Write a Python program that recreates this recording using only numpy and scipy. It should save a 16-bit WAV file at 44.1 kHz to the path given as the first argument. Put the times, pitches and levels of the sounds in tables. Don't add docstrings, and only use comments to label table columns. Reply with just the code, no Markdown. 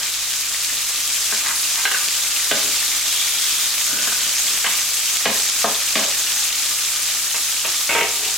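import sys
import numpy as np
from scipy import signal
from scipy.fft import rfft, irfft, next_fast_len
from scipy.io import wavfile

SR = 44100
rng = np.random.default_rng(int(sys.argv[2]) if len(sys.argv) > 2 else 0)


def transcribe(signal):
    frames = np.atleast_2d(signal).T
    limited = np.clip(frames, -1, 1)
    pcm = np.round(limited * 32767).astype(np.int16)
    wavfile.write(sys.argv[1], SR, pcm)


N = 369333

# frequency in Hz, relative density in dB per Hz.
SIZZLE_SPECTRUM = [(60, -18), (110, -27), (170, -17.5), (280, -19.5), (450, -15), (950, -11), (1300, -6),
                   (2000, -6.5), (3300, -3), (4900, -5), (6800, -1.5), (9500, -7), (12500, -7.5),
                   (16000, -14)]
# frequency in Hz, bandwidth in Hz, relative level in dB.
PAN_MODES = [(134, 34, -11), (211, 38, -3.5), (296, 42, 0), (408, 34, -2), (576, 65, 2.5), (647, 40, 5),
             (836, 14, -0.5), (985, 15, 3.5), (1270, 21, -16)]
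# frequency in Hz, bandwidth in Hz, relative level in dB.
BLADE_MODES = [(1222, 30, -2), (1504, 50, 7.5), (1660, 70, -2.5), (1627, 30, -3), (2000, 470, -21),
               (2750, 160, 3), (3510, 39, 3.5), (3990, 60, 5)]
# frequency in Hz, bandwidth in Hz, relative level in dB.
WORKTOP_MODES = [(94, 21, -4), (200, 30, -11.5), (379, 70, 3), (429, 46, 6.5), (684, 37, 3), (778, 28, 4.5),
                 (934, 17, 7)]
# start in seconds, force in dB, pan in dB, blade in dB.
EDGE_TAPS = [(1.323, -32, -38, -31.5), (1.853, -22, -39, -18.5), (1.913, -26.5, -47, -27),
             (1.944, -32, -50, -23.5), (2.512, -21, -24, -20), (4.072, -34.5, -41, -30.5),
             (4.120, -37, -44, -31), (4.645, -23, -54, -32), (4.664, -22.5, -42, -30)]
# start in seconds, force in dB, contact cutoff in Hz,
# squelch in seconds.
FLAT_PATS = [(5.256, -18.5, 3830, 0.27), (5.643, -18, 1300, 0.16), (5.955, -20, 4360, 0.44)]
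PAT_PAN_DB, PAT_BLADE_DB = -4.5, -11


def from_db(db):
    return 10 ** (np.asarray(db) / 20)


def rms_one(x):
    return x / np.sqrt(np.mean(x ** 2) + 1e-20)


def drift(rate):
    step = 40
    pole = np.exp(-2 * np.pi * rate * step / SR)
    noise = rng.standard_normal(N // step + 2002)
    slow = signal.lfilter([1], [1, -2 * pole, pole * pole], noise)[2000:]
    return np.interp(np.arange(N) / step, np.arange(len(slow)), rms_one(slow))


def at_hz(points, hz):
    table = np.array(points)
    return from_db(np.interp(np.log(hz + 1), np.log(table[:, 0]), table[:, 1]))


def colour(x, points):
    size = next_fast_len(N)
    hz = np.arange(size // 2 + 1) * SR / size
    return irfft(rfft(x, size) * at_hz(points, hz), size)[..., :N]


def band(x, hz, kind="band", order=2):
    sections = signal.butter(order, np.minimum(hz, .48 * SR), kind, fs=SR, output="sos")
    return signal.sosfilt(sections, x + 1e-18)


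def resonance(x, hz, width):
    r = np.exp(-np.pi * width / SR)
    zeros = np.array([1, 0, -1]) * (1 - r * r) / 2
    poles = [1, -2 * r * np.cos(2 * np.pi * hz / SR), r * r]
    return signal.lfilter(zeros, poles, x + 1e-18)


def body(x, modes):
    return sum((-1) ** k * from_db(db) * resonance(x, hz, width)
               for k, (hz, width, db) in enumerate(modes))


def bursts(per_s, spread_db, limit=3.76):
    at = np.flatnonzero(rng.random(N) < per_s / SR)
    out = np.zeros(N)
    chance = rng.random((len(at), 2))
    size_db = spread_db * np.minimum(-np.log(chance[:, 0]), limit)
    out[at] = from_db(size_db) * np.sign(chance[:, 1] - .5)
    return out


def kitchen(x, wet_db, apart_hz=3600):
    t60_s = 0.34
    t = np.arange(SR // 2) / SR
    mid, side = rng.standard_normal((2, len(t))) * from_db(-60 * t / t60_s) * (t > .002)
    side = band(side, apart_hz, "high", order=1)
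    tail = (mid + side * [[1], [-1]]) / np.sqrt(np.sum(mid ** 2))
    return x + from_db(wet_db) * signal.fftconvolve(x[None], tail, axes=1)[:, :N]


def background():
    # frequency in Hz, mean level in dB rms.
    hum_partials = [(49.2, -56.5), (98.2, -58.5), (129, -65.5)]
    # frequency in Hz, relative density in dB per Hz.
    rumble_spectrum = [(20, -11), (50, 30), (100, -9), (160, -4), (280, 17), (500, -59), (1000, -36)]
    t, hum = np.arange(N) / SR, 0
    for hz, db in hum_partials:
        level = np.sqrt(2) * from_db(db + 0.24 * drift(1.5))
        hum = hum + level * np.sin(2 * np.pi * hz * t + .06 * drift(1.5))
    rumble = from_db(-75.0) * rms_one(colour(rng.standard_normal(N), rumble_spectrum))
    noise = rms_one(band(rng.standard_normal((2, N)), (45, 300), order=1))
    return hum + rumble + from_db(-76.5) * noise


def boil():
    sizzle_db, treble_db = -24.3, -22
    build_db, build_s = 3.5, 3.3
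    sag_from_s, sag_db_per_s = 3.67, 0.38
    flare_scale_db, firm_press_db, rise_s, fade_s = 1.1, -23, 0.092, 0.45
    treble_flare_share = 0.066
    t = np.arange(N) / SR
    build = -build_db * np.maximum(1 - t / build_s, 0) ** 2
    swell_db = build - sag_db_per_s * np.maximum(t - sag_from_s, 0)
    presses = [(s, pan_db) for s, _, pan_db, _ in EDGE_TAPS]
    presses += [(s, db + PAT_PAN_DB) for s, db, *_ in FLAT_PATS]
    flare_db = 0
    for s, press_db in presses:
        since = np.maximum(t - s, 0)
        shape = (1 - np.exp(-since / rise_s)) * np.exp(-since / fade_s)
        flare_db = flare_db + flare_scale_db * from_db(press_db - firm_press_db) * shape
    level = from_db(sizzle_db + swell_db + flare_db)
    treble = from_db(treble_db + swell_db + treble_flare_share * flare_db)
    return level, treble


def hiss(activity, flicker_db=1.0):
    # frequency in Hz, relative density in dB per Hz.
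    side_spectrum = [(110, -49), (400, -32.5), (900, -19.5), (2000, -21), (3300, -7.5), (4700, -2),
                     (8000, -2.5), (11000, -7), (16000, -12.5)]
    mid = colour(rng.standard_normal(N), SIZZLE_SPECTRUM)
    side = colour(rng.standard_normal(N), side_spectrum)
    rest = (mid + from_db(-0.5) * side * [[1], [-1]]) / np.std(mid)
    out = 0
    for edge_hz in (1890, 3520, 5460, 8000):
        low = signal.sosfiltfilt(signal.butter(2, edge_hz, fs=SR, output="sos"), rest)
        out = out + low * from_db(flicker_db * drift(32))
        rest = rest - low
    return (out + rest * from_db(flicker_db * drift(22))) * np.sqrt(activity)


def fizz(activity, per_s=40, cycles=11, spread_db=4.5):
    out = 0
    for hz in np.geomspace(1800, 9000, num=20):
        rate = per_s * activity * (hz / 4000) ** 1.2
        rings = resonance(bursts(rate, spread_db), hz, hz / cycles)
        out = out + at_hz(SIZZLE_SPECTRUM, hz) * np.sqrt(hz) * rms_one(rings)
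    return rms_one(out)


def snap(clicks, low_hz=2000, high_hz=7200):
    impulse = np.eye(1, 256)[0]
    shape = band(band(impulse, low_hz, "high"), high_hz, "low", order=3)
    return np.convolve(clicks, shape / np.abs(shape).max())[:N]


def spurts(per_s=14, fade_s=0.015, spread_db=3.0):
    out, keep = 0, np.exp(-1 / (fade_s * SR))
    for hz in np.geomspace(2400, 7600, num=10):
        puffs = np.abs(bursts(per_s, spread_db)) + 1e-18
        flow = signal.lfilter([1], [1, -keep], puffs)
        out = out + rms_one(resonance(flow * rng.standard_normal(N), hz, hz / 7))
    return rms_one(band(out, (1500, 9000)))


def frying():
    # frequency in Hz, bandwidth in Hz, relative level in dB.
    ring_modes = [(288, 12.5, -1.5), (842, 11, -1), (1204, 16, 7), (1270, 16, -17), (1666, 35, -20.5),
                  (2410, 240, 0.5), (2580, 31, -10), (3180, 32, -18), (3676, 67, 6), (3880, 110, 3.5),
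                  (4440, 65, -21), (5600, 30, -22), (6160, 73, 6.5), (5870, 57, -9), (7000, 40, -14.5),
                  (7370, 100, 4)]
    level, treble = boil()
    activity = from_db(.85 * drift(9) + .9 * drift(45))
    crackle = rms_one(snap(bursts(600 * activity, spread_db=5.5, limit=2.64)))
    grains = from_db(-5.0) * fizz(activity) + from_db(-6.5) * crackle + from_db(-9.5) * spurts()
    ring = rms_one(body(bursts(1500 * activity, spread_db=1), ring_modes))
    sizzle = from_db(-1) * hiss(activity) + kitchen(grains, wet_db=-6.5) + from_db(-11.0) * ring
    low = signal.sosfiltfilt(signal.butter(2, 5000, fs=SR, output="sos"), sizzle)
    return level * low + treble * (sizzle - low)


def scrapes():
    # start in seconds, length in seconds, then relative levels in dB of pan, blade and rasp.
    slides = [(0.0, 0.048, -42, -34.5, -33.5), (0.65, 0.21, -53.5, -60, -59),
              (1.423, 0.12, -50, -36, -26.5), (1.746, 0.068, -57, -46, -31), (2.585, 0.14, -41, -61, -58),
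              (3.846, 0.23, -43.5, -37, -48), (4.14, 0.18, -46.5, -38, -43), (4.4, 0.19, -49, -57, -55)]
    t, slips, out = np.arange(N) / SR, bursts(900, spread_db=3.0), 0
    rumble = band(body(slips, PAN_MODES), 310, "low", order=1)
    ring = body(slips, BLADE_MODES[:4])
    rasp = band(slips, (900, 2600), order=3)
    parts = np.array([rms_one(rumble), rms_one(ring), rms_one(rasp)]) * from_db(2.9 * drift(43))
    for s, length, *levels_db in slides:
        stroke = np.sin(np.pi * np.clip((t - s) / length, 0, 1))
        out = out + stroke * (from_db(levels_db) @ parts)
    return out


def spits(spit_db=1.0, small_per_s=12, small_db=-16.0):
    # start in seconds, relative peak in dB.
    loud_spits = [(0.7701, -9), (1.103, -9), (1.3494, -4), (1.758, -0.5), (2.0855, 1.5), (3.5987, -5),
                  (4.03, -10), (5.1701, 0.5), (5.4993, 0)]
    clicks = from_db(small_db) * bursts(small_per_s, spread_db=6.0, limit=2.2)
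    for s, db in loud_spits:
        clicks[int(s * SR)] = from_db(db + spit_db) * rng.choice([-1, 1])
    return kitchen(snap(clicks, low_hz=2630, high_hz=6660), wet_db=-1.5)


def knocks(rows, low_modes, high_modes, impact_db, crack_hz, impact_s=0.03):
    out, t = np.zeros(N + SR), np.arange(SR // 2) / SR
    for s, low_db, high_db, crack_db, contact_hz, chatter_s in rows:
        dying = from_db(-60 * t / max(chatter_s, .01)) + from_db(impact_db - 60 * t / impact_s)
        force = rng.standard_normal(len(t)) * dying
        force[0] = 7 * dying[0]
        force = band(force, contact_hz, "low", order=5)
        parts = body(force, low_modes), body(force, high_modes), band(force, crack_hz, "high")
        start = int(s * SR)
        for part, db in zip(parts, (low_db, high_db, crack_db)):
            early = np.std(part[:SR // 32])
            out[start:start + len(t)] += from_db(db) * part / early
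    return out[:N]


def spatula():
    firm_db = -17.5
    firm_hz, hz_power = 4230, 0.42
    firm_chatter_s, chatter_power = 0.19, 0.5
    taps = []
    for s, db, pan_db, blade_db in EDGE_TAPS:
        force = from_db(db - firm_db)
        contact_hz, chatter_s = firm_hz * force ** hz_power, firm_chatter_s * force ** chatter_power
        taps.append((s, pan_db, blade_db, db, contact_hz, chatter_s))
    pats = [(s, db + PAT_PAN_DB, db + PAT_BLADE_DB, db, hz, squelch_s)
            for s, db, hz, squelch_s in FLAT_PATS]
    edge = knocks(taps, PAN_MODES, BLADE_MODES, impact_db=0.0, crack_hz=750)
    flat = knocks(pats, PAN_MODES, BLADE_MODES, impact_db=3.0, crack_hz=550)
    return edge + flat + scrapes()


def vents():
    # start in seconds, length in seconds, centre frequency in Hz, relative level in dB.
    jets = [(1.50, 0.15, 10500, -31), (2.65, 1.3, 3510, -31), (4.33, 0.12, 6760, -26),
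            (5.03, 0.19, 6500, -26.5), (5.42, 0.095, 6700, -27), (6.308, 0.15, 6700, -28),
            (7.345, 0.1, 10430, -31)]
    width, grains_per_s = .2, 2800
    t, out = np.arange(N) / SR, 0
    flow = bursts(grains_per_s, spread_db=3.0) * from_db(2.1 * drift(50))
    for s, length, hz, db in jets:
        jet = rms_one(band(flow, (hz * (1 - width / 2), hz * (1 + width / 2))))
        swell = np.sin(np.pi * np.clip((t - s) / length, 0, 1))
        out = out + from_db(db) * swell * jet
    return from_db(-3.0) * kitchen(out, wet_db=1.5)


def sliding(start_s=8.09, length_s=0.26, level_db=-43):
    push = np.sin(np.pi * np.clip((np.arange(N) / SR - start_s) / length_s, 0, 1))
    return from_db(level_db) * push * rms_one(body(bursts(600, spread_db=5), WORKTOP_MODES))


def clatter():
    # start in seconds, force in dB, thud of the worktop in dB.
    touches = [(7.344, -35, -48), (7.647, -31.5, -39.5), (7.892, -25, -34), (7.915, -28, -35),
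               (7.951, -22.5, -24.5), (7.984, -24.5, -35), (8.010, -23, -26)]
    # frequency in Hz, bandwidth in Hz, relative level in dB.
    object_modes = [(1254, 58, -5), (1400, 38, -11), (1580, 53, -2), (1860, 76, 4), (2230, 76, 4.5),
                    (2610, 160, 8), (3080, 100, -11)]
    contact_hz, chatter_s, ring_db = 3070, .11, 1.5
    rows = [(s, thud_db, db + ring_db, db, contact_hz, chatter_s) for s, db, thud_db in touches]
    return knocks(rows, WORKTOP_MODES, object_modes, impact_db=-11.0, crack_hz=450) + sliding()


def scene():
    fat = (frying() + vents() + spits()) * from_db(np.array([[.2], [-.2]]))
    return fat + kitchen(spatula(), wet_db=-1.5) + kitchen(clatter(), wet_db=0.5) + background()


def record(dry, threshold_db=-15.5, release_db_per_s=70, share=0.56, attack_s=0.0015):
    cutoff_hz = 15900
    keep = np.exp(-1 / (attack_s * SR))
    power = signal.lfilter([1 - keep], [1, -keep], np.mean(dry ** 2, axis=0))
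    level_db = 10 * np.log10(power + 1e-12)
    fall = release_db_per_s * np.arange(N) / SR
    over_db = np.maximum.accumulate(np.maximum(level_db - threshold_db, 0) + fall) - fall
    ducked = dry * from_db(-share * signal.lfilter([1 - keep], [1, -keep], over_db))
    rounded = .75 * np.tanh(ducked / .75)
    return signal.sosfilt(signal.ellip(12, .1, 90, cutoff_hz, fs=SR, output="sos"), rounded)


dry = scene()
out = record(dry)
transcribe(out)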